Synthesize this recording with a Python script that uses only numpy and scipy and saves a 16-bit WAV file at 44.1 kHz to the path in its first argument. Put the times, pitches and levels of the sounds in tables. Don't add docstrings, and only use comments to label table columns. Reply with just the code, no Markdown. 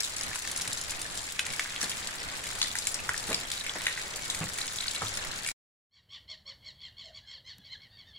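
import sys
import numpy as np
from scipy import signal
from scipy.fft import rfft, irfft
from scipy.io import wavfile
from scipy.ndimage import uniform_filter1d

SR = 44100
rng = np.random.default_rng(int(sys.argv[2]) if len(sys.argv) > 2 else 0)


def transcribe(signal):
    frames = np.atleast_2d(signal).T
    limited = np.clip(frames, -1, 1)
    pcm = np.round(limited * 32767).astype(np.int16)
    wavfile.write(sys.argv[1], SR, pcm)


N = 361046
RAIN_END_S, COUNTRY_START_S = 5.515, 5.89


def undb(db):
    return 10 ** (np.asarray(db) / 20)


def unit(x):
    return x / np.sqrt(np.mean(x ** 2) + 1e-20)


def clock(seconds):
    return np.arange(int(seconds * SR)) / SR


def fade(t, t60):
    return np.exp(-np.log(1000) * t / max(t60, 1e-4))


def add(out, s, x):
    i = max(int(s * SR), 0)
    out[..., i:i + x.shape[-1]] += x[..., :out.shape[-1] - i]


def gain_at(points, hz, axis=1):
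    table = np.array(points, float)
    log_hz = np.log(np.maximum(hz, 1))
    return undb(np.interp(log_hz, np.log(table[:, 0]), table[:, axis]))


def colour(x, points, axis=1):
    gain = gain_at(points, np.fft.rfftfreq(N, 1 / SR), axis=axis)
    cepstrum = irfft(np.log(gain), N)
    cepstrum[1:N // 2] *= 2
    cepstrum[N // 2 + 1:] = 0
    return irfft(rfft(x) * np.exp(rfft(cepstrum)), N)


def resonate(x, hz, q):
    hz = min(hz, SR / 3)
    return signal.lfilter(*signal.iirpeak(hz, max(q, hz / SR * 4), fs=SR), x)


def band(x, lo_hz, hi_hz):
    edges = [lo_hz, min(hi_hz, SR / 2 - 1)]
    return signal.sosfilt(signal.butter(2, edges, "bandpass", fs=SR, output="sos"), x)


def walk(rate):
    k = int(SR / rate)
    steps = np.repeat(rng.standard_normal(N // k + 1), k)
    return unit(uniform_filter1d(steps, k)[:N])


def tremble(size, lo_hz, hi_hz):
    return unit(band(rng.standard_normal(size), lo_hz, hi_hz))


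def crackle(size):
    return rng.standard_normal(size) * rng.standard_normal(size)


def aim(x, side):
    lag = int(np.clip(side, -1, 1) * 7)
    padded = np.pad(x, 8)
    return np.array([np.roll(padded, lag), np.roll(padded, -lag)])[:, 8:-8]


def echoes(x, t60, wet_db, gap_s):
    t, hop = clock(.4), SR // 10
    shape = fade(t, t60) * np.minimum(t / gap_s, 1)
    shape *= undb(wet_db) / np.sqrt(np.sum(shape ** 2))
    out, window = x.copy(), signal.windows.cosine(2 * hop)
    for i in range(0, N - hop, hop):
        piece = x[:, i:i + 2 * hop] * window[:N - i]
        if piece.any():
            tail = shape * rng.standard_normal((len(x), len(t)))
            add(out, i / SR, signal.fftconvolve(piece, tail, axes=1))
    return out


def shower(rate, lo_hz, hi_hz, q, t60, spread_db, count=12):
    out = np.zeros((2, N))
    sides = rng.permutation(np.linspace(-1, 1, count))
    for hz, side in zip(np.geomspace(lo_hz, hi_hz, count), sides):
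        lands = rng.random(N) < rate / count / SR
        size = np.minimum(rng.standard_normal(N), 1.7)
        energy = lands * undb(spread_db * size) ** 2
        burst = np.sqrt(signal.lfilter([1], [1, -fade(2 / SR, t60)], energy + 1e-12))
        out += aim(unit(resonate(burst * crackle(N), hz, q)), side)
    return unit(out)


# start_s [s], plop_level_db [dB], spatter_level_db [dB]
POUR_LEVELS = [(0.0, -50.5, -39.5), (0.37, -45, -44), (0.65, -45, -44), (1.11, -54.5, -44.5),
               (1.641, -44, -44), (2.39, -46.5, -45), (2.72, -48.5, -42), (3.07, -55.5, -44.5),
               (3.81, -43, -43), (4.25, -50.5, -45.5), (4.89, -45.5, -39), (5.3, -48.5, -44.5)]


def pour(plop_db=-1, spatter_db=2.0, ticks_db=-3, surge=0.92):
    s, low_db, high_db = np.transpose(POUR_LEVELS)
    low, high = (undb(np.interp(np.arange(N) / SR, s, c.mean() + surge * (c - c.mean())))
                 for c in (low_db, high_db))
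    plops = shower(rate=260, lo_hz=1530, hi_hz=2500, q=3.2, t60=.018, spread_db=3.5)
    spatter = shower(rate=250, lo_hz=3500, hi_hz=9500, q=1.1, t60=.022, spread_db=5.5)
    ticks = shower(rate=800, lo_hz=3200, hi_hz=9000, q=6, t60=.005, spread_db=4.5, count=18)
    bright = undb(spatter_db) * band(spatter, 1700, 27000) + undb(ticks_db) * ticks
    return undb(plop_db) * low * plops + high * bright


# [dB per Hz, relative]
FAR_RAIN_TONE = [(20, 6), (45, -5), (70, 0), (100, 0), (160, -2.5), (300, -4.5), (700, -1.5), (1700, -1),
                 (3000, -5), (7000, -13.5), (15000, -53.5)]


def wash(db=-46, flicker_db=1.5, alike_hz=600):
    mid, side = rng.standard_normal((2, N))
    apart = colour(side, [(25, -3), (70, -12), (150, -14),
                          (alike_hz / 2, -9), (alike_hz, -3.5), (2 * alike_hz, 0)])
    both = colour(np.array([mid + apart, mid - apart]), FAR_RAIN_TONE)
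    return unit(both) * undb(db + flicker_db * walk(9))


# start_s [s], side [-1 left .. 1 right]
STREAM_SIDE = [(0, 0.4), (1.6, -0.1), (2.6, -0.28)]
STREAM_WIDTH = 0.19


def landing(s):
    return np.interp(s, *np.transpose(STREAM_SIDE)) + STREAM_WIDTH * rng.uniform(-1.1, 1)


ROOF_ECHO_S, ROOF_ECHO_DB = .0021, -5


def roofed(x):
    out = x.copy()
    add(out, ROOF_ECHO_S * rng.uniform(.85, 1.15), undb(ROOF_ECHO_DB) * x)
    return out


SLOSH_CYCLES, MIDDLING_SLAP_DB, SLOSH_HALVING_DB = 105, -25.5, 21.5


def splat(slap_db, hz, spray_db, q=4.3, slap_gain_db=-4.5, contact_s=.0015, slosh_db=-11.0,
          ring_db=-5.0, ring_cycles=9, ring_db_per_octave=3.0, spray_gain_db=0, spray_t60=0.016,
          droplets_db=-12, droplets_t60=0.075, patchy_db=3):
    t = clock(.15)
    attack = t < .004
    t60 = SLOSH_CYCLES / hz * 2 ** ((MIDDLING_SLAP_DB - slap_db) / SLOSH_HALVING_DB)
    patchy = np.clip(tremble(len(t), 60, 300), -2, 2) - .5
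    clusters = undb(patchy_db * (patchy * ~attack))

    ring = np.sin(2 * np.pi * hz * t) * t * fade(t, ring_cycles / hz)
    contact = np.sqrt(t) * np.exp(-(t / contact_s) ** 2)
    slap, slosh = (
        band(resonate(rng.standard_normal(len(t)) * shape, hz, sharp), min(1300, hz * 0.49), 2.04 * hz)
        for shape, sharp in [(contact, q / 2), (fade(t, t60) * clusters, q)])
    droplets = undb(droplets_db) * fade(t, droplets_t60) * clusters
    spray = band(crackle(len(t)) * (fade(t, spray_t60) + droplets), 4200, 11000)

    big_bubble_db = ring_db_per_octave * np.log2(2000 / hz)
    parts = [(ring, slap_db + ring_db + big_bubble_db), (slap, slap_db + slap_gain_db),
             (slosh, slap_db + slosh_db), (spray, spray_db + spray_gain_db)]
    return roofed(sum(undb(db) * x / np.std(x[attack]) for x, db in parts))


SMALL_PER_S, SMALL_SLAP_DB, SMALL_SPRAY_DB, SMALL_SCATTER_DB = 12, -43, -43, 0.5
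SMALL_LO_HZ, SMALL_HI_HZ = 2020, 5090

# start_s [s], slap_level_db [dB], slap_pitch_hz [Hz], spray_level_db [dB]
FAT_LUMPS = [(0.0045, -25.5, 5550, -26), (0.032, -34.5, 5570, -29), (0.047, -31.5, 3900, -32),
             (0.165, -40.5, 5450, -32.5), (0.191, -38.5, 3920, -37.5), (0.2105, -28, 5130, -33.5),
             (0.234, -38.5, 5610, -32), (0.3573, -33, 1710, -32.5), (0.475, -36.5, 2000, -31),
             (0.514, -40.5, 4970, -31), (0.562, -36.5, 5600, -31), (0.575, -40.5, 4820, -30),
             (0.6115, -36, 5090, -31.5), (0.618, -41, 5850, -28.5), (0.676, -44, 4890, -32.5),
             (0.73, -49.5, 4940, -28.5), (0.774, -46.5, 3640, -32.5), (0.813, -48, 3400, -31.5),
             (0.9067, -45, 5740, -31), (0.92, -34.5, 1830, -44.5), (0.993, -41, 5600, -38),
             (1.016, -46.5, 3880, -31), (1.174, -32.5, 4820, -31.5), (1.3925, -19, 2350, -28.5),
             (1.4655, -34.5, 2460, -33), (1.535, -35.5, 2170, -33.5), (1.5946, -21.5, 1770, -32),
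             (1.7612, -31, 3100, -44), (1.814, -25, 5540, -35), (1.828, -38, 1660, -28.5),
             (1.842, -29, 3900, -33), (1.8950, -38, 3400, -30), (1.904, -41, 5860, -35),
             (1.916, -30, 3150, -39), (2.072, -31, 4550, -34), (2.4387, -42, 2260, -39.5),
             (2.616, -18.5, 3620, -33.5), (2.6275, -22, 4100, -36.5), (2.640, -30, 4400, -39),
             (2.659, -33, 3680, -41), (2.754, -31, 1760, -32), (2.7865, -28, 5940, -30),
             (2.870, -32, 2360, -23), (2.9434, -26, 5760, -29.5), (3.0915, -24.5, 1504, -30.5),
             (3.142, -33, 1834, -43), (3.178, -34.5, 5860, -33.5), (3.292, -42.5, 1900, -35),
             (3.301, -36, 5940, -35), (3.318, -32, 3940, -37.5), (3.329, -26, 2400, -33.5),
             (3.3447, -22, 4800, -33), (3.516, -27.5, 3980, -31), (3.6646, -32, 2420, -35),
             (3.8671, -20, 2080, -31), (3.880, -30, 1980, -37), (3.908, -36, 2100, -44.5),
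             (3.976, -31.5, 2186, -45), (4.159, -50, 5780, -32), (4.3, -27.5, 3860, -30.5),
             (4.308, -36, 4000, -34.5), (4.347, -37, 2226, -29.5), (4.4894, -39, 5900, -34.5),
             (4.585, -32.5, 2004, -31.5), (4.91, -38.5, 4000, -35.5), (4.949, -34, 2980, -37.5),
             (5.019, -28, 1225, -36.5), (5.151, -44.5, 5600, -36), (5.1725, -35, 1850, -31),
             (5.4627, -32.5, 2730, -34), (5.474, -45, 5600, -30), (5.4871, -34.5, 2333, -30.5)]


def splats():
    out = np.zeros((2, N))
    for s, *drop in FAT_LUMPS:
        add(out, s, aim(splat(*drop), landing(s)))
    small = rng.random((int(SMALL_PER_S * RAIN_END_S), 4))
    for i, (late, pitch, slap, spray) in enumerate(small):
        s = (i + late) / SMALL_PER_S
        hz = SMALL_LO_HZ * (SMALL_HI_HZ / SMALL_LO_HZ) ** pitch
        slap_db = SMALL_SLAP_DB + SMALL_SCATTER_DB * (2 * slap - 1)
        spray_db = SMALL_SPRAY_DB + SMALL_SCATTER_DB * (2 * spray - 1)
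        add(out, s, aim(splat(slap_db, hz, spray_db), landing(s)))
    return out


def plinks(db=-38, lo_hz=1700, hi_hz=8000, count=420):
    out, t = np.zeros((2, N)), clock(.03)
    for when, pitch, size, side in rng.random((count, 4)):
        hz = lo_hz * (hi_hz / lo_hz) ** pitch
        life = 32 / hz
        cycles = hz * t * (1 + .06 * np.minimum(t / life, 1))
        bubble = np.sin(2 * np.pi * cycles) * fade(t, life)
        add(out, when * RAIN_END_S, aim(undb(db + 12 * size ** 3) * bubble, 2 * side - 1))
    return out


# start_s [s], body_level_db [dB], pitch_hz [Hz], rattle_level_db [dB], body_t60_s [s]
KNOCK_LIST = [(0.291, -43.5, 115, -51, 0.098), (0.68, -47, 118, -46.5, 0.164), (1.83, -49, 204, -40, 0.27),
              (3.286, -42, 196.3, -43, 0.33), (3.291, -38, 370, -45.5, .09), (3.307, -41, 449, -35, 0.25),
              (3.752, -54, 600, -38, .15), (4.14, -48, 585.7, -63, 0.25), (4.409, -34.5, 159, -36, 0.24),
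              (5.012, -52, 232, -40, 0.13), (5.03, -41, 109, -42, 0.24)]


def knocks(db=0, rattle_db=0, rattle_t60=0.17, rise_s=0.0021, waver=0.2):
    out, t = np.zeros(N), clock(.3)
    for s, body_db, hz, noise_db, t60 in KNOCK_LIST:
        phase = 2 * np.pi * np.cumsum(hz * (1 + waver * tremble(len(t), 15, 90))) / SR
        body = undb(body_db + db) * np.sin(phase) * fade(t, t60)
        noise = unit(band(crackle(len(t)), 206, 2000))
        rattle = undb(noise_db + rattle_db) * noise * fade(t, rattle_t60)
        add(out, s, (body + rattle) * np.minimum(t / rise_s, 1))
    return aim(out, .1)


# start_s [s], level_db [dB], pitch_hz [Hz]
LEAF_DRIPS = [(3.577, -37, 3900), (3.61, -34.5, 3790), (3.6944, -29.5, 3370), (4.615, -29.5, 4020),
              (4.6824, -36.5, 3500), (4.7858, -31, 3620), (4.806, -29, 4040), (4.8356, -36, 3660),
              (4.8813, -27, 4270), (4.9611, -32, 4040), (5.0687, -35.5, 3610)]


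def taps(db=-1, ring_cycles=13, tick_db=-7, tick_t60=0.029):
    out, t = np.zeros((2, N)), clock(.04)
    attack = t < .004
    for s, tap_db, hz in LEAF_DRIPS:
        ring = np.sin(2 * np.pi * hz * t) * t * fade(t, ring_cycles / hz)
        tick = band(crackle(len(t)) * fade(t, tick_t60), 2600, 8500)
        tap = ring / np.std(ring[attack]) + undb(tick_db) * tick / np.std(tick[attack])
        add(out, s, aim(undb(tap_db + db) * roofed(tap), -.2))
    return out


# start_s [s], level_db [dB]
VESSEL_DRIPS = [(4.21, -46), (4.40, -60), (4.584, -46.5), (4.72, -61), (4.93, -45), (5.463, -42)]


def vessel(hz=2242, t60=0.62, db=-1):
    out, t = np.zeros(N), clock(.3)
    for s, ping_db in VESSEL_DRIPS:
        add(out, s, undb(ping_db + db) * np.sin(2 * np.pi * hz * t) * fade(t, t60))
    return aim(out, .1)


# pitch_hz [Hz], left_level_db [dB], right_level_db [dB]
PORT_TONES = [(93, 7, 8.5), (970, 1, 3.5), (1780, 2.46, 1), (3070, 0, 0.2), (3770, 1.5, 1.04),
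              (6060, 0, -4.5), (7800, 6.5, -4.5), (7570, 2, -4), (9830, -7, 4), (10930, -10.5, -2),
              (14000, -7, -8.5)]


def ports(x):
    return np.array([colour(x[0], PORT_TONES, axis=1), colour(x[1], PORT_TONES, axis=2)])


# [dB per Hz, relative]
COUNTRY_TONE = [(15, -15), (25, -3), (86, 11), (170, 1.5), (344, -12), (600, -9.5), (1300, -17.5),
                (1750, -18.5), (2500, -24), (3300, -22), (4600, -27), (8320, -28), (15000, -28)]
COUNTRY_DB = -64


def country_air(air_db=0):
    gusts = undb(.8 * walk(6))
    return undb(COUNTRY_DB + air_db) * unit(colour(rng.standard_normal(N), COUNTRY_TONE)) * gusts


CALL_RISE_S, RISE_DROP = .032, 0.0756
CALL_SCATTER, PARTIAL_SCATTER_DB = 0.091, 2.5
BRIGHT_PER_DB, USUAL_CALL_DB = 0.32, -42.5

# pitch_hz [Hz], level_db [dB]
THROAT_TONE = [(1100, -17.5), (1500, 5.5), (1850, -1), (2250, -5.5), (2550, -29), (2850, 0.5), (3250, 5),
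               (3750, -1), (4450, 4.5), (4950, -11.5), (5500, -6), (6300, -13.5), (7600, -11), (8100, -34),
               (10000, -29)]


def squawk(top_hz, db, fall_s, slide, hoarseness, treble_db, throb_hz=72, throb=0.39):
    jitter, hoarse_jitter, flutter_db, edge_db, rasp_db = .005, .013, 5, -12.5, -10
    rise_s = CALL_RISE_S * (1 + CALL_SCATTER * rng.uniform(-1, 1))
    t = clock(1.2 * rise_s + 1.15 * fall_s) - 1.2 * rise_s
    away = np.abs(t) / np.where(t < 0, rise_s, fall_s)
    hoarse = np.clip(hoarseness, 0, 1) * np.clip(1 - .8 * away, .25, 1)
    effort_db = db + edge_db * np.where(t < 0, 1.1 * away ** 1.3, .9 * away ** 1.8)

    sag = np.where(t < 0, RISE_DROP * away ** 2, 1.15 * slide * np.tanh(1.5 * away ** 1.8))
    shake = (jitter + hoarse_jitter * hoarse) * tremble(len(t), 40, 260)
    hz = top_hz * (1 - sag) * (1 + shake)
    phase = 2 * np.pi * np.cumsum(hz) / SR

    k = np.arange(1, 10)[:, None]
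    treble = np.clip((k * hz - 4500) / 1200, 0, 2)
    balance_db = BRIGHT_PER_DB * (effort_db - USUAL_CALL_DB) * treble
    balance_db = balance_db + treble_db * np.minimum(treble, 1)
    balance_db = balance_db + PARTIAL_SCATTER_DB * rng.standard_normal(k.shape)
    flutter = np.clip(tremble((len(k), len(t)), 30, 130), -3, 1.3)
    partials = gain_at(THROAT_TONE, k * hz) * undb(balance_db + flutter_db * flutter)

    voice = np.sum(partials * np.sin(k * phase + k ** 2), axis=0)
    rasp = 1 + hoarse * undb(rasp_db) * tremble(len(t), 150, 520)
    throb_depth = min(throb, 1) * (1 + 3 * hoarse) / 4
    stutter = 1 - throb_depth * np.sin(np.pi * (throb_hz * t + rng.random())) ** 2
    return undb(effort_db) * voice * rasp * stutter * signal.windows.tukey(len(t), .2), t[0]


FLOCK_PER_S, FLOCK_DB, FLOCK_LO_HZ, FLOCK_HI_HZ = 8.3, -71.5, 847, 1194


def flock():
    out = np.zeros((1, N))
    calls = rng.random((int(FLOCK_PER_S * (N / SR - COUNTRY_START_S)), 2))
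    for i, (late, pitch) in enumerate(calls):
        top_hz = FLOCK_LO_HZ + pitch * (FLOCK_HI_HZ - FLOCK_LO_HZ)
        sound, _ = squawk(top_hz, FLOCK_DB, fall_s=0.034, slide=0.19, hoarseness=0.63, treble_db=-12)
        add(out, COUNTRY_START_S + (i + late) / FLOCK_PER_S, sound)
    return echoes(out, t60=.5, wet_db=0, gap_s=.02)


# top_s [s, top of the arch], top_pitch_hz [Hz], level_db [dB], fall_s [s],
# slide [rough share of the pitch], hoarseness [0-1, more counts as 1], treble_db [dB]
PARAKEET_CALLS = [(5.945, 1127, -52.5, 0.053, 0.17, 0.71, 5), (5.975, 1133, -55, 0.035, 0.18, 0.6, -1),
                  (6.124, 1110, -50.5, 0.059, 0.2, 0.7, 3), (6.147, 1175, -48, .04, 0.19, 0.9, -3.5),
                  (6.309, 1100, -48.5, 0.047, 0.16, 0.45, 3), (6.314, 1180, -53, 0.038, 0.23, 1, 2),
                  (6.483, 1110, -47.5, 0.049, 0.13, 0.5, 2), (6.493, 1153, -49.5, 0.036, 0.22, 1.05, -5),
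                  (6.656, 1130, -54, 0.042, 0.16, 1, 1), (6.678, 1095, -49.5, 0.04, 0.175, 0.3, 1),
                  (6.822, 1131, -54, 0.049, 0.15, 1.01, -1), (6.853, 1074, -49.5, 0.04, 0.17, 0.56, 0),
                  (6.998, 1123, -49.5, 0.046, 0.19, 0.75, -1), (7.054, 1076, -52, 0.051, 0.13, 0.5, 5.5),
                  (7.167, 1137, -47.5, 0.033, 0.16, 0.9, 0), (7.244, 854, -64, 0.047, 0.12, .2, -5.5),
                  (7.287, 1080, -51.5, 0.049, 0.14, .3, 1.5), (7.313, 1082, -50, 0.037, 0.2, .8, 0),
                  (7.343, 1106, -49, 0.046, 0.22, 0.7, -6), (7.385, 1074, -67, 0.032, 0.13, 0.9, -5),
                  (7.479, 1058, -50, 0.043, 0.19, 0.58, 2.5), (7.505, 1122, -52, 0.048, 0.18, .8, -3),
                  (7.606, 850, -68, 0.044, 0.063, .2, 9), (7.663, 1120, -55, 0.046, .18, 1.11, 0),
                  (7.729, 1057, -47, 0.032, 0.21, 0.3, -1), (7.83, 1103, -54.5, 0.049, 0.15, 1, -2),
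                  (7.941, 936, -58.5, 0.045, 0.062, 0.3, -6), (7.997, 1126, -55, 0.041, 0.126, 0.8, -2),
                  (8.084, 922.3, -59.5, 0.047, 0.096, .15, 0),
                  (8.163, 1108, -54.5, .045, 0.23, 0.45, -11.5)]


def parakeets(birds_db=-2.27):
    out = np.zeros((1, N))
    for s, *call in PARAKEET_CALLS:
        sound, lead_s = squawk(*call)
        add(out, s + lead_s, undb(birds_db) * sound)
    return out


def soft_note(hz, db, length, blur=0.53):
    t = clock(1.45 * length)
    phase = 2 * np.pi * np.cumsum(hz * (1 - 0.082 * (t / t[-1] - .5))) / SR
    scatter = [tremble(len(t), 7.4, 72.0) for _ in range(2)]
    note = (1 + blur * scatter[0]) * np.sin(phase) + blur * scatter[1] * np.cos(phase)
    return undb(db) * np.hanning(len(t)) * note


# [s, the soft ends reach 1.45 times this]
LOW_NOTES = [(6.326, 630, -60.5, 0.08), (6.486, 554, -63.5, 0.1), (6.687, 620, -69, 0.14),
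             (7.088, 644, -53, 0.088), (7.378, 556, -70, 0.14)]


def undertones(low_db=-2.5):
    out = np.zeros((1, N))
    for s, *note in LOW_NOTES:
        sound = soft_note(*note)
        add(out, s - len(sound) / SR / 2, undb(low_db) * sound)
    return out


def microphone_tick(tick_db=-45, bump_db=-54):
    out, t, start_s = np.zeros((1, N)), clock(.1), 7.583
    tick = band(rng.standard_normal(len(t)) * fade(t, 0.011), 560, 13100)
    add(out, start_s, undb(tick_db) * tick)
    add(out, start_s, undb(bump_db) * tremble(len(t), 72, 182) * fade(t, 0.14))
    return out


def country():
    birds = echoes(parakeets() + undertones(), t60=0.27, wet_db=-6.5, gap_s=0.004)
    return country_air() + flock() + birds + microphone_tick()


def scene():
    t = np.arange(N) / SR
    water = echoes(pour() + splats() + plinks() + vessel(), t60=.21, wet_db=-6.5, gap_s=.007)
    near = echoes(knocks() + taps(), t60=.21, wet_db=-13, gap_s=.007)
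    yard = ports(water + near + wash())
    cut_off = fade(np.maximum(t - RAIN_END_S, 0), 0.023)
    fade_in = np.clip((t - COUNTRY_START_S) / .3, 0, 1)
    return yard * cut_off + country() * fade_in


def record(dry):
    return signal.sosfilt(signal.ellip(8, .2, 70, 15700, fs=SR, output="sos"), dry)


dry = scene()
out = record(dry)
transcribe(out)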